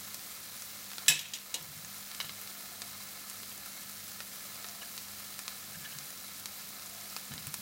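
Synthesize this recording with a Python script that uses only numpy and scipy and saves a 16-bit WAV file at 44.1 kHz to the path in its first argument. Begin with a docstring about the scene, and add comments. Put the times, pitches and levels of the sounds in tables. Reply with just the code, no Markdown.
"""Spice paste sizzling gently in oil: a fine fizz of bursting bubbles, with louder spits now and then.
One microphone, close to the pan on a kitchen hob. About a second in, a steel spoon clinks onto the
worktop and settles; the recorder's gain ducks and recovers. A wooden spatula clacks, rubs, squeaks
and rocks the pan. Further back, appliances hum over a low room rumble and a faint hollow tone swells."""
import sys
import numpy as np
from scipy import signal
from scipy.fft import rfft, irfft, next_fast_len
from scipy.io import wavfile
from scipy.ndimage import uniform_filter1d, map_coordinates

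SR = 44100
rng = np.random.default_rng(int(sys.argv[2]) if len(sys.argv) > 2 else 0)


def unload_audio(sound):
    """Save the sound as a 16-bit wav file, at the path given as the first command line argument."""
    columns = np.transpose(np.atleast_2d(sound))
    # keep every value between -1 and 1, then stretch to whole-number steps
    steps = np.round(np.clip(columns, -1, 1) * 32767)
    wavfile.write(sys.argv[1], SR, steps.astype(np.int16))


N = 335601


def amp(db):
    """Decibels to gain."""
    return 10 ** (np.asarray(db) / 20)


def unit(x):
    """x at rms 1."""
    return x / np.sqrt(np.mean(x ** 2) + 1e-20)


def attack_unit(x, size=SR // 100):
    """x scaled so that its first samples have rms 1."""
    return x / np.sqrt(np.mean(x[:size] ** 2) + 1e-20)


def along(points, hz):
    """(f/Hz, value) points read on a log axis."""
    f, v = np.transpose(points)
    return np.interp(np.log(hz + 1), np.log(f + 1), v)


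def wobble(rate):
    """A smooth random curve, rate knots a second."""
    return map_coordinates(rng.standard_normal(int(N * rate / SR) + 4), [np.arange(N) * rate / SR])


def filtered(x, response):
    """x times a complex response of frequency."""
    m = next_fast_len(len(x) + SR // 4)
    return irfft(rfft(x, m) * response(np.fft.rfftfreq(m, 1 / SR)), m)[:len(x)]


def coloured(x, spectrum):
    """x shaped by (f/Hz, level/dB) points."""
    return filtered(x, lambda hz: amp(along(spectrum, hz)))


def noise(size, spectrum):
    """Coloured noise at rms 1."""
    return unit(coloured(rng.standard_normal(size), spectrum))


def resonate(x, modes):
    """x through (f/Hz, width/Hz, level/dB) resonances."""
    return filtered(x, lambda f: sum(amp(db) * 1j * f * width / (hz * hz - f * f + 1j * f * width)
                                     for hz, width, db in modes))


def add(track, s, sound):
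    """Mix a sound into the track at time s."""
    part = track[max(round(s * SR), 0):][:len(sound)]
    part += sound[:len(part)]


# the mains, and a motor that slips behind it: f/Hz, level/dB
HUM_LINES = [(49.0, -81), (98.0, -75), (99.75, -71), (149.6, -77), (199.5, -63.8)]
# room tone: f/Hz, level/dB
ROOM_SPECTRUM = [(15, -40), (30, -28), (50, -5), (90, -2), (150, 1), (250, 1.5), (400, -5.5), (570, -2),
                 (900, -7.5), (3000, -23)]


def kitchen(room_db=-61):
    """Appliances hum in the background, two lines near 100 Hz beating slowly, over a low rumble."""
    t = np.arange(N) / SR
    hum = sum(amp(db) * np.sqrt(2) * np.sin(2 * np.pi * (hz * t + rng.random())) for hz, db in HUM_LINES)
    waver_db = 1.3 * wobble(5)
    return amp(waver_db) * hum + amp(room_db) * noise(N, ROOM_SPECTRUM)


# swells of a hollow tone: t/s, length/s, level/dB
SWELLS = [(2.45, 0.53, -61.5), (4.548, 0.42, -62), (6.8, 0.36, -63)]
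# its resonance: f/Hz, width/Hz, level/dB
SWELL_TONE = [(703, 97, 0)]


def swells():
    """A faint, fuzzy tone rises out of the background and sinks again."""
    t = np.arange(N) / SR
    level = sum(amp(db) * np.sin(np.pi * np.clip((t - s) / length, 0, 1)) for s, length, db in SWELLS)
    return level * unit(resonate(resonate(rng.standard_normal(N), SWELL_TONE), SWELL_TONE))


# pushes on the pan: t/s, level/dB, time between rocks/s, loss per rock/dB, share of low rustle
PAN_PUSHES = [(1.091, -37, 0.059, 9, 0.19), (1.604, -50.5, 0.076, 0.5, 0.5), (2.234, -51, 0.057, 7, 0.3),
              (5.755, -50, 0.046, 4, 0.31), (5.951, -52, 0.041, 4, .35), (7.306, -45, 0.046, 7, 1.2),
              (7.457, -43, 0.042, 13, 0.43), (7.58, -51, .04, 9, .8)]


def pan_rocking(count=4, rock_hz=153, detune=0.045, swell_s=0.014, rustle_hz=(78, 215)):
    """A soft push rocks the pan on the hob: a run of dull, fading thuds."""
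    out, t = np.zeros(N), np.arange(SR // 4) / SR
    swell = t / swell_s * np.exp(1 - t / swell_s)
    rustle_band = signal.butter(3, rustle_hz, 'bandpass', fs=SR)
    for s, db, gap_s, loss_db, rough in PAN_PUSHES:
        for k in range(count):
            hz = rock_hz * (1 + detune * rng.standard_normal())
            rustle = unit(signal.lfilter(*rustle_band, rng.standard_normal(len(t))))
            thud = swell * (np.sin(2 * np.pi * hz * t) + rough * rustle)
            add(out, s + k * gap_s, amp(db - k * loss_db) * thud)
    return out


# spatula strokes: t/s, length/s, level/dB
STROKES = [(4.81, 0.038, -54), (5.737, 0.029, -51), (5.762, 0.27, -57), (5.842, 0.024, -50)]
# the pan under the spatula: f/Hz, width/Hz, level/dB
RUBBED_MODES = [(1340, 230, -20), (1716, 100, 8), (2220, 130, -4), (2770, 390, -4), (5500, 300, -12)]


def spatula_rubs(catch_rate=1500, smooth=0.15, grip_db=4, grip_rate=40):
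    """Wood slips over the pan in strokes of tiny catches, its grip uneven."""
    out, t = np.zeros(N), np.arange(SR // 2) / SR
    for s, length, db in STROKES:
        stroke = np.sin(np.pi * np.minimum(t / length, 1)) * amp(grip_db * wobble(grip_rate)[:len(t)])
        friction = rng.standard_normal(len(t))
        catches = rng.random(len(t)) < catch_rate / SR
        rub = resonate(friction * (smooth + catches) * stroke, RUBBED_MODES)
        add(out, s, amp(db) * attack_unit(rub, size=int(length * SR)))
    return out


# wood squeaking on the pan: t/s, length/s, level/dB, start f/Hz, end f/Hz
SQUEAKS = [(4.814, 0.016, -47.5, 3016, 2730), (5.847, 0.016, -50.5, 3130, 2850),
           (5.917, 0.021, -56, 2650, 3200)]


def spatula_squeaks(jitter=0.076, jitter_rate=1100):
    """The wood sticks and slips fast enough to chirp, its pitch gliding unsteadily."""
    out = np.zeros(N)
    for s, length, db, start_hz, end_hz in SQUEAKS:
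        progress = np.linspace(0, 1, int(length * SR))
        glide_hz = start_hz + (end_hz - start_hz) * progress
        hz = glide_hz * (1 + jitter * wobble(jitter_rate)[:len(progress)])
        chirp = np.sin(np.pi * progress) * np.sin(2 * np.pi * np.cumsum(hz) / SR)
        add(out, s, amp(db) * unit(chirp))
    return out


# spatula blows: t/s, level/dB, cut-off f/Hz, loss per rebound/dB, f/Hz favoured by the contact point
CLACKS = [(2.202, -30.5, 9000, 4.5, 2950), (2.245, -44.5, 5000, 6, 3000), (2.294, -38.5, 8000, 10, 3950),
          (4.8206, -44.5, 3500, 11, 2900), (7.319, -44.5, 3500, 5, 2700), (7.3792, -40, 6000, 13, 4200)]
# wood striking the pan: f/Hz, width/Hz, level/dB
WOOD_MODES = [(710, 430, -11), (1130, 350, -4), (1660, 300, 0.5), (2130, 220, -0.5), (2980, 300, 3.5),
              (3920, 360, 5), (4840, 650, -1.5), (13000, 1500, 2)]


def spatula_clacks(count=3, flight_s=0.0078, shrink=0.5, dulling=0.58, thin_hz=2000,
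                   scatter_db=-15.5, scatter_t60=0.025, room_db=-31, room_t60=0.42):
    """The spatula's edge catches on the pan and rebounds ever faster and duller; the room answers."""
    out, t = np.zeros(N), np.arange(SR // 4) / SR
    tail = amp(scatter_db - 60 * t / scatter_t60) + amp(room_db - 60 * t / room_t60)
    for s, db, cutoff_hz, loss_db, favoured_hz in CLACKS:
        for k in range(count):
            blow = rng.standard_normal(len(t)) * tail
            blow[SR // 2000] += 2  # the sharp impact
            blow += resonate(blow, [(favoured_hz, 700, -4)])
            clack = resonate(blow, WOOD_MODES)
            clack = signal.lfilter(*signal.butter(2, cutoff_hz * dulling ** k, fs=SR), clack)
            if k:  # light rebounds lack the lows
                clack = signal.lfilter(*signal.butter(2, thin_hz, 'highpass', fs=SR), clack)
            add(out, s, amp(db - k * loss_db) * attack_unit(clack, size=SR // 200))
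            s += flight_s * shrink ** k
    return out


# the spoon ringing freely: f/Hz, level/dB
FREE_MODES = [(1714, 1), (1765, -5), (2130, -6), (2543, 4), (2611, 2.5), (2950, -3), (3103, -3), (3343, -4),
              (3440, -3), (3770, 1), (3850, 0), (3930, -0.5), (4850, -6), (5387, 1), (5470, -4), (5880, 3),
              (6110, -6), (6815, -2.5), (7512, 9), (7792, 2), (7872, 5.5), (8300, -9), (9750, 0),
              (11080, -6), (11900, -6), (13380, -5), (14050, -8), (15550, -7.5)]
# the spoon pinned by the worktop, which shifts its modes: f/Hz, level/dB
RESTING_MODES = [(2900, 2), (3280, 0.5), (3820, -2), (4120, -2), (4750, -2), (5450, 0), (5950, -2),
                 (6220, -2), (6840, 6.5), (7880, -1), (8150, -1), (9540, -3), (10460, -3), (12830, -3),
                 (13360, -6), (14000, 2)]
# decay of the steel before further damping: f/Hz, t60/s
STEEL_DECAY = [(500, 1), (2500, 0.59), (7500, 0.39), (11000, 0.39), (16000, 0.35)]


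def steel_ring(t, ring_share, rest, lowest_hz, blur_hz=19, sustain=0.46, detune=0.0043, vary_db=2):
    """The spoon's modes, the low ones muted by the worktop; each slightly blurred, as heard in a room."""
    hz, level_db = np.transpose(RESTING_MODES if rest > 0.5 else FREE_MODES)
    muting_db = 60 * np.minimum(np.log2(hz / lowest_hz), 0)
    shift, strength, phase = rng.standard_normal((3, len(hz)))
    drift = np.cumsum(rng.standard_normal((len(hz), len(t))), axis=1) * np.sqrt(2 * np.pi * blur_hz / SR)
    detuned_hz = hz * (1 + detune * rest * shift)
    waves = np.sin(2 * np.pi * (np.outer(detuned_hz, t) + phase[:, None]) + drift)
    t60 = sustain * ring_share * along(STEEL_DECAY, hz)
    fades = amp(-60 * t / t60[:, None])
    return amp(level_db + muting_db + vary_db * (1 + rest) * strength) @ (waves * fades)


# spoon contacts: t/s, level/dB, tilt/(dB per octave), firmness of rest 0-1, lowest ring f/Hz, knock/dB
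SPOON_CONTACTS = [(1.0612, -46, -10, 1, 1100, -65), (1.0818, -15.5, 0.8, 0.01, 1200, -58),
                  (1.098, -25, -2.5, 0, 1300, -43), (1.117, -30, -3, 0.25, 1600, -62),
                  (1.1917, -31.5, -1, 0.64, 2700, -54.5), (1.212, -41, 8, .65, 2700, -66),
                  (1.256, -43.5, -6.5, 0.3, 2300, -61), (1.3360, -31.5, -4.5, 0.62, 3000, -56),
                  (1.353, -42, -4, .62, 3000, -62), (1.386, -46, -4, 1, 3400, -71),
                  (1.5420, -28.5, -2.5, 0.72, 2200, -47.5), (1.611, -48, -7, 1, 2200, -60),
                  (1.626, -47, 3, 1, 3400, -65)]
# the crack and dense upper ring of the steel: f/Hz, level/dB
CLINK_SPECTRUM = [(300, -39), (1300, -20), (1750, -11.5), (2600, -4), (3800, -1.5), (4500, -9.5),
                  (5700, -4), (6600, -7), (7700, -6), (8700, -9), (15500, -22)]
# the worktop under the spoon: f/Hz, width/Hz, level/dB
WORKTOP_MODES = [(353, 130, 0), (520, 120, 3), (704, 90, 1.5), (926, 140, 3.5)]


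def spoon(dense_db=-7.5, crack_t60=0.067, knock_t60=0.26, rest_damping=0.85):
    """Each contact cracks, rings the steel and knocks the worktop; a firmer rest shortens the ring."""
    out, t = np.zeros(N), np.arange(SR // 3) / SR
    for s, db, tilt, rest, lowest_hz, knock_db in SPOON_CONTACTS:
        ring_share = 1 - rest_damping * rest
        # crowded modes: noise that dies away band by band
        hz, when, bands = signal.stft(noise(len(t), CLINK_SPECTRUM), SR, nperseg=256)
        fades = amp(-60 * when / (ring_share * along(STEEL_DECAY, hz)[:, None]))
        dense = signal.istft(bands * fades, SR, nperseg=256)[1][:len(t)]
        crack = noise(len(t), CLINK_SPECTRUM) * amp(-60 * t / (crack_t60 * ring_share))
        clink = attack_unit(steel_ring(t, ring_share, rest, lowest_hz)) + amp(dense_db) * dense + crack
        clink = filtered(clink, lambda f: amp(tilt * np.log2(np.maximum(f, 900) / 4000)))
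        clink = filtered(clink, lambda f: f / (f - 1j * lowest_hz))  # low cut
        blow = rng.standard_normal(len(t)) * amp(-60 * t / knock_t60)
        knock = resonate(resonate(blow, WORKTOP_MODES), WORKTOP_MODES)
        add(out, s, amp(db) * attack_unit(clink) + amp(knock_db) * attack_unit(knock))
    return out


# the air in the pan: f/Hz, width/Hz, level/dB
PAN_AIR_MODES = [(588, 38, -13), (776, 117, -3), (1060, 57, -1.5), (1287, 150, 3), (1725, 33, 5),
                 (2108, 115, 1.5), (3955, 160, 2.5)]


def simmer(level_db=-56, rate=900):
    """Slower bubbles in the thick paste sound the hollow of the pan."""
    bubbles = (rng.random(N) < rate / SR) * rng.standard_normal(N)
    return amp(level_db + 1.1 * wobble(12)) * unit(resonate(bubbles, PAN_AIR_MODES))


def oil_ticks(count=1200, level_db=-58, typical_hz=11500, pitch_spread=0.296, cycles=5, spread_db=4.2):
    """Tiny oil bubbles tick one by one, each ringing a few cycles at its own high pitch."""
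    out, t = np.zeros(N), np.arange(SR // 200) / SR
    for s, (size, pitch) in zip(rng.uniform(0, N / SR, count), rng.standard_normal((count, 2))):
        hz = min(typical_hz * np.exp(pitch_spread * pitch), SR / 2)
        tick = np.sin(2 * np.pi * hz * t) * np.exp(-hz * t / cycles)
        add(out, s, amp(spread_db * min(size, 2)) * tick)
    return amp(level_db) * unit(out)


# the hollow of the pan as a spit sounds it: f/Hz, width/Hz, level/dB
HOLLOW_MODES = [(526, 270, -14), (1060, 62, -2.5), (1376, 200, 2.5), (1785, 150, 0), (2490, 320, -2)]


def spit(hz, cycles, hollow_db, snap_db=-8, splash_db=-19, splash_t60=0.036, room_db=-34, room_t60=0.33):
    """One bubble bursts: a snap with splash and room tail rings its cavity and the hollow of the pan."""
    t = np.arange(SR // 10) / SR
    tail = amp(splash_db - 60 * t / splash_t60) + amp(room_db - 60 * t / room_t60)
    burst = rng.standard_normal(len(t)) * tail
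    burst[0] = 2  # the bubble breaks
    snap = signal.lfilter(*signal.butter(1, 1500, 'highpass', fs=SR), burst)
    cavity = resonate(burst, [(hz, hz / (2 * cycles), 0)])
    layers = [(0, cavity), (snap_db, snap), (hollow_db, resonate(burst, HOLLOW_MODES))]
    return sum(amp(db) * attack_unit(x, size=SR // 200) for db, x in layers)


# the loudest oil spits: t/s, level/dB, bubble f/Hz, ring/cycles, hollow of the pan/dB
LOUD_SPITS = [(0.1438, -44, 4500, 1.8, -9), (0.145, -38.5, 9000, 0.73, -18), (0.622, -42, 6900, 1.2, -8),
              (0.9163, -45, 4270, 0.73, -1), (0.934, -47.5, 3000, 0.61, 1), (0.9828, -38, 4000, 1.4, -4.5),
              (1.848, -42, 6300, 2, -7), (2.115, -42.5, 3970, 1.2, -8), (2.148, -42, 4420, 0.57, -9),
              (2.415, -42, 13000, 1, -13), (2.4752, -44.5, 3990, 1.2, -8), (2.608, -46, 12000, 1, -17),
              (2.8194, -37.5, 4200, 1.3, -6), (3.299, -40.5, 8300, 0.81, -26), (3.4326, -45, 3450, 1.5, -5),
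              (3.661, -43, 13000, 1, -17), (4.2045, -43.5, 3900, 1.3, 5), (4.6445, -44, 3800, 1.2, 2.5),
              (4.6868, -43, 6000, 1.3, -8), (4.9785, -38, 4380, 0.88, -14), (5.3916, -38.5, 5600, 0.43, -5),
              (5.4802, -35, 4000, 1.1, -7), (5.9868, -39.5, 6060, 1.3, -19), (6.1053, -46, 6800, .7, -12),
              (6.398, -45, 8000, .8, -17), (6.4579, -36, 4900, 0.64, -16), (6.822, -49, 5000, .8, -7),
              (7.165, -36.5, 4540, 1.1, -2.5), (7.3381, -43, 5500, 0.35, -4),
              (7.47, -38.5, 10500, 0.88, -8), (7.5421, -33.5, 8200, 0.37, -10)]


def oil_spits(count=260, small_db=-54, spread_db=2.5, typical_hz=7000, loud_trim_db=-1):
    """Loud spits close to the microphone and a scatter of smaller ones, each at its own pitch."""
    out = np.zeros(N)
    for s, db, hz, cycles, hollow_db in LOUD_SPITS:
        add(out, s, amp(db + loud_trim_db) * spit(hz, cycles, hollow_db))
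    for s, (size, pitch) in zip(rng.uniform(0, N / SR, count), rng.standard_normal((count, 2))):
        hz = typical_hz * np.exp(0.43 * np.clip(pitch, -2, 2))
        add(out, s, amp(small_db + spread_db * min(size, 1.7)) * spit(hz, cycles=1.7, hollow_db=-10))
    return out


# frying oil, heard beside the pan: f/Hz, level/dB
FIZZ_SPECTRUM = [(100, -27), (500, -9.5), (900, -9.5), (1400, -1.5), (3000, -1.7), (4400, 1.96),
                 (7000, 0.5), (10000, -1), (12500, 0.5), (14000, 0.3), (15200, 2), (16000, 2.5)]


def sizzle(rate=4500, spread_db=5.0, hiss_db=-46.5, crackle_db=-48.5):
    """Countless tiny bubbles merge into a hiss at steady heat; the larger ones stand out as crackle."""
    flicker_db = 0.46 * wobble(9.4) + 0.42 * wobble(45)
    size = np.minimum(rng.standard_normal(N), 1.8)
    bursts = (rng.random(N) < rate / SR) * amp(spread_db * size) * rng.choice([-1, 1], N)
    crackle = unit(coloured(bursts, FIZZ_SPECTRUM))
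    hiss = noise(N, FIZZ_SPECTRUM)
    return amp(flicker_db) * (amp(hiss_db) * hiss + amp(crackle_db) * crackle)


def scene():
    """One microphone at the hob, fed to both channels."""
    frying = sizzle() + oil_ticks() + simmer() + oil_spits()
    utensils = spoon() + spatula_clacks() + spatula_rubs() + spatula_squeaks()
    mono = frying + utensils + swells() + pan_rocking() + kitchen()
    return np.array([mono, mono])


def record(dry, threshold_db=-21, attack_s=0.022, release_s=0.35, top_hz=15900):
    """The recorder's gain control ducks on a loud sound and recovers slowly; then the band limit."""
    t = np.arange(N) / SR
    level_db = 10 * np.log10(np.abs(uniform_filter1d(dry[0] ** 2, size=128)) + 1e-12)
    excess_db = np.maximum(level_db - threshold_db, 0)
    fade = np.exp(-t / release_s)
    held_db = fade * np.maximum.accumulate(excess_db / fade)  # each peak is caught, then let go
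    step = 1 / (attack_s * SR)
    duck_db = signal.lfilter([step], [1, step - 1], held_db)
    return np.array([filtered(channel * amp(-duck_db), lambda hz: hz < top_hz) for channel in dry])


dry = scene()
out = record(dry)
unload_audio(out)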